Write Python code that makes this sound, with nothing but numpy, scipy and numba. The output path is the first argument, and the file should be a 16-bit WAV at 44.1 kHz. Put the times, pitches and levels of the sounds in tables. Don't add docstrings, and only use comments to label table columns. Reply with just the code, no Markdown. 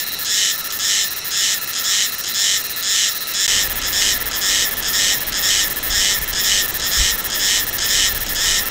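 import sys
import numpy as np
from scipy import signal
from scipy.fft import rfft, irfft, next_fast_len
from scipy.io import wavfile
from numba import njit

SR = 44100
rng = np.random.default_rng(int(sys.argv[2]) if len(sys.argv) > 2 else 0)


def generate_wav(sig):
    pcm = np.round(np.clip(np.atleast_2d(sig).T, -1, 1) * 32767).astype(np.int16)
    wavfile.write(sys.argv[1], SR, pcm)


def voltage_ratio(decibels):
    exponent = np.asarray(decibels, float) / 20
    return 10 ** exponent


N = 383669
SILENCE_START_S, SILENCE_END_S = 3.4662, 3.4779

# start_s, end_s, ring_gain_db, head_start_s (abdomen still part filled)
LONG_NOTES = [(-0.27, 0.043, -1.5, 0), (0.247, 0.562, -0.5, 0.0037), (0.789, 1.085, -0.5, 0.013),
              (1.306, 1.588, -0.5, .005), (1.832, 2.102, -0.5, 0.029), (2.338, 2.62, 0, 0.024),
              (2.825, 3.136, 0, 0.0029), (3.337, 3.677, 0.5, 0.0045), (3.918, 4.18, 0.5, 0.03),
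              (4.406, 4.694, 0.5, 0.024), (4.921, 5.186, 0.5, 0.043), (5.417, 5.684, 0.5, .045),
              (5.896, 6.191, 0.5, .015), (6.425, 6.664, 0.5, 0.065), (6.905, 7.16, 0.5, .035),
              (7.386, 7.646, 0.5, 0.027), (7.873, 8.129, 1, .05), (8.348, 8.638, 0, 0.0069)]
# start_s, let_go_s, end_s, ring_gain_db
FALSE_STARTS = [(0.704, 0.703, 0.776, 1), (1.732, 1.78, 1.827, -0.5), (2.238, 2.273, 2.326, -1),
                (3.816, 3.865, 3.913, 0), (4.312, 4.348, 4.398, 0), (4.825, 4.875, 4.92, 0.5),
                (5.322, 5.375, 5.42, 1), (6.329, 6.396, 6.43, 1), (6.798, 6.86, 6.905, -0.5),
                (7.3, 7.342, 7.385, 0), (7.783, 7.843, 7.875, 1.5), (8.264, 8.277, 8.337, -2)]


def rms_one(x):
    return x / np.sqrt(np.mean(x ** 2) + 1e-20)


def second_spot():
    return (np.arange(N) >= SILENCE_END_S * SR).astype(int)


def spot_gain(first_db, second_db):
    return voltage_ratio(np.array([first_db, second_db]))[second_spot()]


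def drift(knots_per_s):
    knots = rng.standard_normal(int(N / SR * 40) + 2)
    return np.interp(np.arange(N) / SR * knots_per_s, np.arange(len(knots)), knots)


@njit
def resonate(x, turn, r, count):
    for again in range(count):
        y = np.zeros(len(x))
        for n in range(2, len(x)):
            y[n] = x[n] - x[n - 2] + 2 * r * np.cos(turn[n]) * y[n - 1] - r * r * y[n - 2]
        x = y
    return x


def tuned(x, hz, width_hz, count):
    turn = 2 * np.pi * hz / SR * np.ones(N)
    radius = np.exp(-np.pi * width_hz / SR)
    return rms_one(resonate(x + 1e-18, turn, radius, count)) * np.sqrt(width_hz)


def cut(x, hz, kind):
    return signal.sosfilt(signal.butter(6, hz, kind, fs=SR, output="sos"), x)


def rumble():
    # (per Hz, relative)
    slope = [(40, -4.5), (90, -4), (200, -3.5), (500, -4), (1100, -7), (3000, -12), (8000, -19.5),
             (15000, -39.5)]
    size = next_fast_len(N)
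    hz, db = np.transpose(slope)
    bin_hz = np.arange(1, size // 2 + 2) * SR / size
    colour = voltage_ratio(np.interp(np.log(bin_hz), np.log(hz), db))
    noise = irfft(rfft(rng.standard_normal(size)) * colour, size)[:N]
    return spot_gain(-38.5, -32.5) * rms_one(noise)


def wind(top_hz, lumpy_db):
    # time_s, level_db
    gusts = [(0.0, -60), (0.12, -48), (0.34, -62), (2.67, -56.5), (3.41, -59), (3.51, -36), (5.04, -39),
             (6.13, -32), (6.93, -40), (7.0, -26), (7.27, -41.5), (8.38, -29), (8.7, -36)]
    time_s, level_db = np.transpose(gusts)
    band = signal.butter(2, [14, top_hz], "band", fs=SR, output="sos")
    low = signal.sosfilt(band, rng.standard_normal(N))
    lumpy = rms_one(low * voltage_ratio(lumpy_db * drift(12.0)))
    return voltage_ratio(np.interp(np.arange(N) / SR, time_s, level_db)) * lumpy


def far_chorus(patchy_db):
    # pitch_hz, width_hz, first_spot_db, second_spot_db (relative)
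    modes = [(1324, 170, 1, 1), (1987, 410, -3.5, -0.5), (2670, 480, -2.5, -4), (3294, 700, -22.5, -3),
             (4007, 530, 3.5, -1.5), (5600, 600, -1, -2), (6830, 2200, -10, -9), (9000, 1200, -13, -20),
             (10440, 650, -10.5, -15), (11800, 1200, -11.5, -14), (13800, 2400, -23, -17)]
    out = 0
    for hz, width_hz, first_db, second_db in modes:
        band = tuned(rng.standard_normal(N), hz, width_hz, count=2)
        out = out + band * spot_gain(first_db, second_db) * voltage_ratio(patchy_db * drift(9.0))
    return voltage_ratio(-29) * rms_one(out)


def wood(x, t60_s, rise_s, dull_hz):
    t = np.arange(SR // 2) / SR
    tail = rng.standard_normal(len(t)) * voltage_ratio(-60 * t / t60_s) * np.clip(t / rise_s, 0, 1)
    tail = signal.sosfilt(signal.butter(1, dull_hz, fs=SR, output="sos"), tail)
    return signal.fftconvolve(x, tail / np.sqrt(np.sum(tail ** 2)))[:N]


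def syllables():
    # start_s, length_s
    thin_notes = [(0.064, .031), (0.119, .03), (0.187, .05), (0.577, .036), (0.642, .036), (1.106, .03),
                  (1.162, .03), (1.246, .049), (1.613, .036), (1.674, .041), (2.121, .031), (2.182, .031),
                  (2.639, .031), (2.696, .031), (2.761, .051), (3.147, .035), (3.206, .032), (3.27, .053),
                  (3.697, .033), (3.756, .036), (4.203, .027), (4.257, .032), (4.71, .031), (4.769, .037),
                  (5.205, .032), (5.267, .032), (5.7, .031), (5.76, .031), (5.828, .061), (6.214, .032),
                  (6.277, .036), (6.679, .031), (6.741, .035), (7.179, .031), (7.242, .03), (7.667, .033),
                  (7.729, .042), (8.147, .034), (8.205, .032), (8.656, .032)]
    stumble_after_s, stumble_s = 0.011, 0.008
    runs = [(start, end) for start, end, *_ in LONG_NOTES]
    runs += [(start, start + length) for start, length in thin_notes]
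    for start, _, end, _ in FALSE_STARTS:
        pause = start + stumble_after_s
        runs += [(start, pause), (pause + stumble_s, end)]
    return sorted((max(start, 0), end) for start, end in runs)


def posture():
    # note_time_s, ring_db, sizzle_db, tension (0-1), fullness (0-1)
    filling = [(0, -24, -61, 0, 0.1), (.05, -21.5, -39.5, .3, 0), (.075, -19, -31.5, .6, .05),
               (.105, -18.5, -30, 0.6, .15), (.135, -18, -34, .9, .9), (.18, -18.5, -35, 0.9, 0.99),
               (.26, -18, -36, 0.94, 0.88)]
    # time_after_let_go_s, ring_share, sizzle_share (of the way to slack)
    letting_go = [(-.02, 0, 0), (0, .05, .3), (0.02, .2, 1), (0.024, 0.593, 1), (0.059, 0.996, 1)]
    let_go_before_end_s = 0.06
    long_sizzle_lag_s, false_sizzle_lag_s = 0.032, 0.0036
    tighten_s, tighten_per_head_start = 0.00075, 0.31
    slack_ring_db, slack_sizzle_db = -35.5, np.array([-24.5, -22])
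    second_spot_sizzle_db = 2

    t, spot = np.arange(N) / SR, second_spot()
    slack = np.array([slack_ring_db + 0 * t, slack_sizzle_db[spot], 0 * t, 0 * t])
    state = slack.copy()
    notes = [(start, end - let_go_before_end_s, end, db, head, long_sizzle_lag_s)
             for start, end, db, head in LONG_NOTES]
    notes += [row + (0, false_sizzle_lag_s) for row in FALSE_STARTS]
    fill_s, *fill = np.transpose(filling)
    go_s, ring_share, sizzle_share = np.transpose(letting_go)
    for start, let_go, end, db, head, sizzle_lag_s in sorted(notes):
        now = slice(max(int(start * SR), 0), int(end * SR))
        held = np.array([np.interp(t[now] - start + head, fill_s, c) for c in fill])
        held[0] += db
        held[1] += second_spot_sizzle_db * spot[now]
        shares = (ring_share, sizzle_share, ring_share, sizzle_share)
        gone = np.array([np.interp(t[now] - let_go, go_s, c) for c in shares]).clip(0, 1)
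        target = held + gone * (slack[:, now] - held)
        before = state[:, max(now.start - 1, 0), None]
        lag_s = sizzle_lag_s * np.array([[0], [1], [0], [0]])
        ramp_s = tighten_s + tighten_per_head_start * max(head, 0) + lag_s
        tight = np.clip((t[now] - start) / ramp_s, 0, 1)
        state[:, now] = before + tight * (target - before)
    return state


def rib_clicks(tension, swell, count, late_s, jitter_s, faster, spacing_spread, slowing, rib_jitter_s, uneven_db):
    nominal_buckle_s, left_right_shift_s, slack_rib_s = 0.0051, 0.0004, 0.0005873
    times, side = [], []
    for start, end in syllables():
        span = end - start - late_s
        k = np.arange(max(round(span / nominal_buckle_s), 1))
        times += list(start + k * span / len(k) + late_s * (k > 0) + left_right_shift_s * (k % 2))
        side += list(k % 2)
    times = np.array(times)
    tense, full = np.array([tension, swell])[:, (times * SR).astype(int).clip(0, N - 1), None]
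    chance = rng.standard_normal((len(times), 2 + 2 * count))
    rib = np.arange(count)
    spacing = slack_rib_s * (1 - faster * tense + spacing_spread * (1 + 1.72 * full) * chance[:, 1:2])
    rib_delay = rib * spacing * (1 + slowing * (rib - 3.5))
    wobble = rib_jitter_s * (1 + 3.9 * full) * chance[:, 2:2 + count]
    buckle_jitter = jitter_s * (1 + 1.5 * full) * chance[:, :1]
    at = times[:, None] + buckle_jitter + rib_delay + wobble
    strength = voltage_ratio(uneven_db * chance[:, 2 + count:])
    return np.clip(at * SR, 0, N - 1), strength, np.array(side)


def click_train(at, strength):
    train = np.zeros(N + 16)
    taps = at.astype(int)[..., None] + np.arange(8)
    away = taps - at[..., None] - 3.5
    np.add.at(train, taps, strength[..., None] * np.sinc(away) * np.cos(np.pi * away / 9))
    return train[:N]


def ring(clicks, tension, swell, modes, buckle_db, side_db, fade_db, strongest):
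    at, strength, side = clicks
    along = np.linspace(0, 1, at.shape[1])
    strength = strength * voltage_ratio(-fade_db * (along - strongest) ** 2)
    out, power = 0, 0
    for hz, width_hz, first_db, second_db, swell_db, rise in modes:
        own_db = buckle_db * rng.standard_normal(len(side)) + side_db * (side - 0.5)
        train = click_train(at, strength * voltage_ratio(own_db)[:, None])
        level = spot_gain(first_db, second_db) * voltage_ratio(swell_db * (swell - 0.5))
        power = power + level ** 2 * width_hz
        out = out + level * tuned(train, hz * (1 + rise * tension), width_hz, count=1)
    return out / np.sqrt(power)


def boom(clicks):
    at, strength, side = clicks
    uneven_db = 2
    push = strength[:, 1] * voltage_ratio(uneven_db * rng.standard_normal(len(side)))
    hollow = tuned(click_train(at[:, 1], push), hz=3073, width_hz=420, count=2)
    return rms_one(hollow) * spot_gain(-7.5, -6.5)


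def sizzle_hum(clicks):
    at, strength, _ = clicks
    hum = tuned(click_train(at, strength), hz=1810, width_hz=216, count=2)
    return rms_one(hum) * spot_gain(-8, -6.5)


def cicada():
    # pitch_hz, width_hz, first_spot_db, second_spot_db, slack_to_full_db, tense_pitch_rise (share)
    abdomen_modes = [(1826, 260, -13.5, -5.5, -15, 0.087), (2287, 470, -8, -5.5, 3.5, 0.0076),
                     (3046, 320, 0, 2, -2, 0.011), (3620, 400, -10, -9, 0.5, 0.017),
                     (4000, 760, 0, -0.5, 0, 0.033), (4947, 660, -8, -5, 6, 0.022),
                     (5290, 730, -1, -0.5, -5.5, 0.062), (6080, 1000, -0.5, -1.5, 5.5, 0.048),
                     (6850, 850, -1.5, -4.5, -3, 0.055), (7340, 490, -13, -5, 8, 0.059),
                     (8730, 520, -6, -3, 5, 0.026)]
    rib_modes = [(9070, 770, -15, -10, -14, 0.18), (11200, 500, -5.5, -1, 4, 0),
                 (12230, 1000, -4, 3.5, 0, 0), (13660, 350, -4, 4, -6, 0), (14870, 620, 1.5, 6.5, -9, 0.),
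                 (15670, 430, -17, -8, -1, 0)]
    abdomen_db, sizzle_db, tension, swell = posture()
    clicks = rib_clicks(tension, swell, count=8, late_s=0.0012, jitter_s=0.0001517, faster=0.088,
                        spacing_spread=0.013, slowing=0.012, rib_jitter_s=0.000006, uneven_db=1.6)
    abdomen = ring(clicks, tension, swell, abdomen_modes, buckle_db=0.33, side_db=0.0, fade_db=12.0,
                   strongest=0.33)
    ribs = ring(clicks, tension, swell, rib_modes, buckle_db=0.3, side_db=1.0, fade_db=22.0, strongest=0.29)
    abdomen = rms_one(cut(cut(abdomen, 8000, "low"), 1610, "high"))
    sizzle = sizzle_hum(clicks) - rms_one(cut(ribs, 8380, "high"))
    body = abdomen + swell.clip(0, 1) * boom(clicks)
    return voltage_ratio(abdomen_db) * body + voltage_ratio(sizzle_db) * sizzle


def scene():
    background = rumble() + wind(top_hz=61, lumpy_db=2.5) + far_chorus(patchy_db=1.8)
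    song = cicada()
    scatter = voltage_ratio(-11.0) * wood(song, t60_s=0.074, rise_s=0.0018, dull_hz=4540)
    return (background + scatter + song)[None]


def top_cut(x):
    return signal.sosfilt(signal.butter(12, 15830, fs=SR, output="sos"), x)


def record(dry):
    t = np.arange(N) / SR
    heard = (t < SILENCE_START_S) | (t >= SILENCE_END_S)
    low_pass = signal.ellip(16, 0.5, 85, 15720, fs=SR, output="sos")
    topped = signal.sosfilt(low_pass, dry * heard)
    return top_cut(topped)


dry = scene()
out = record(dry)
generate_wav(out)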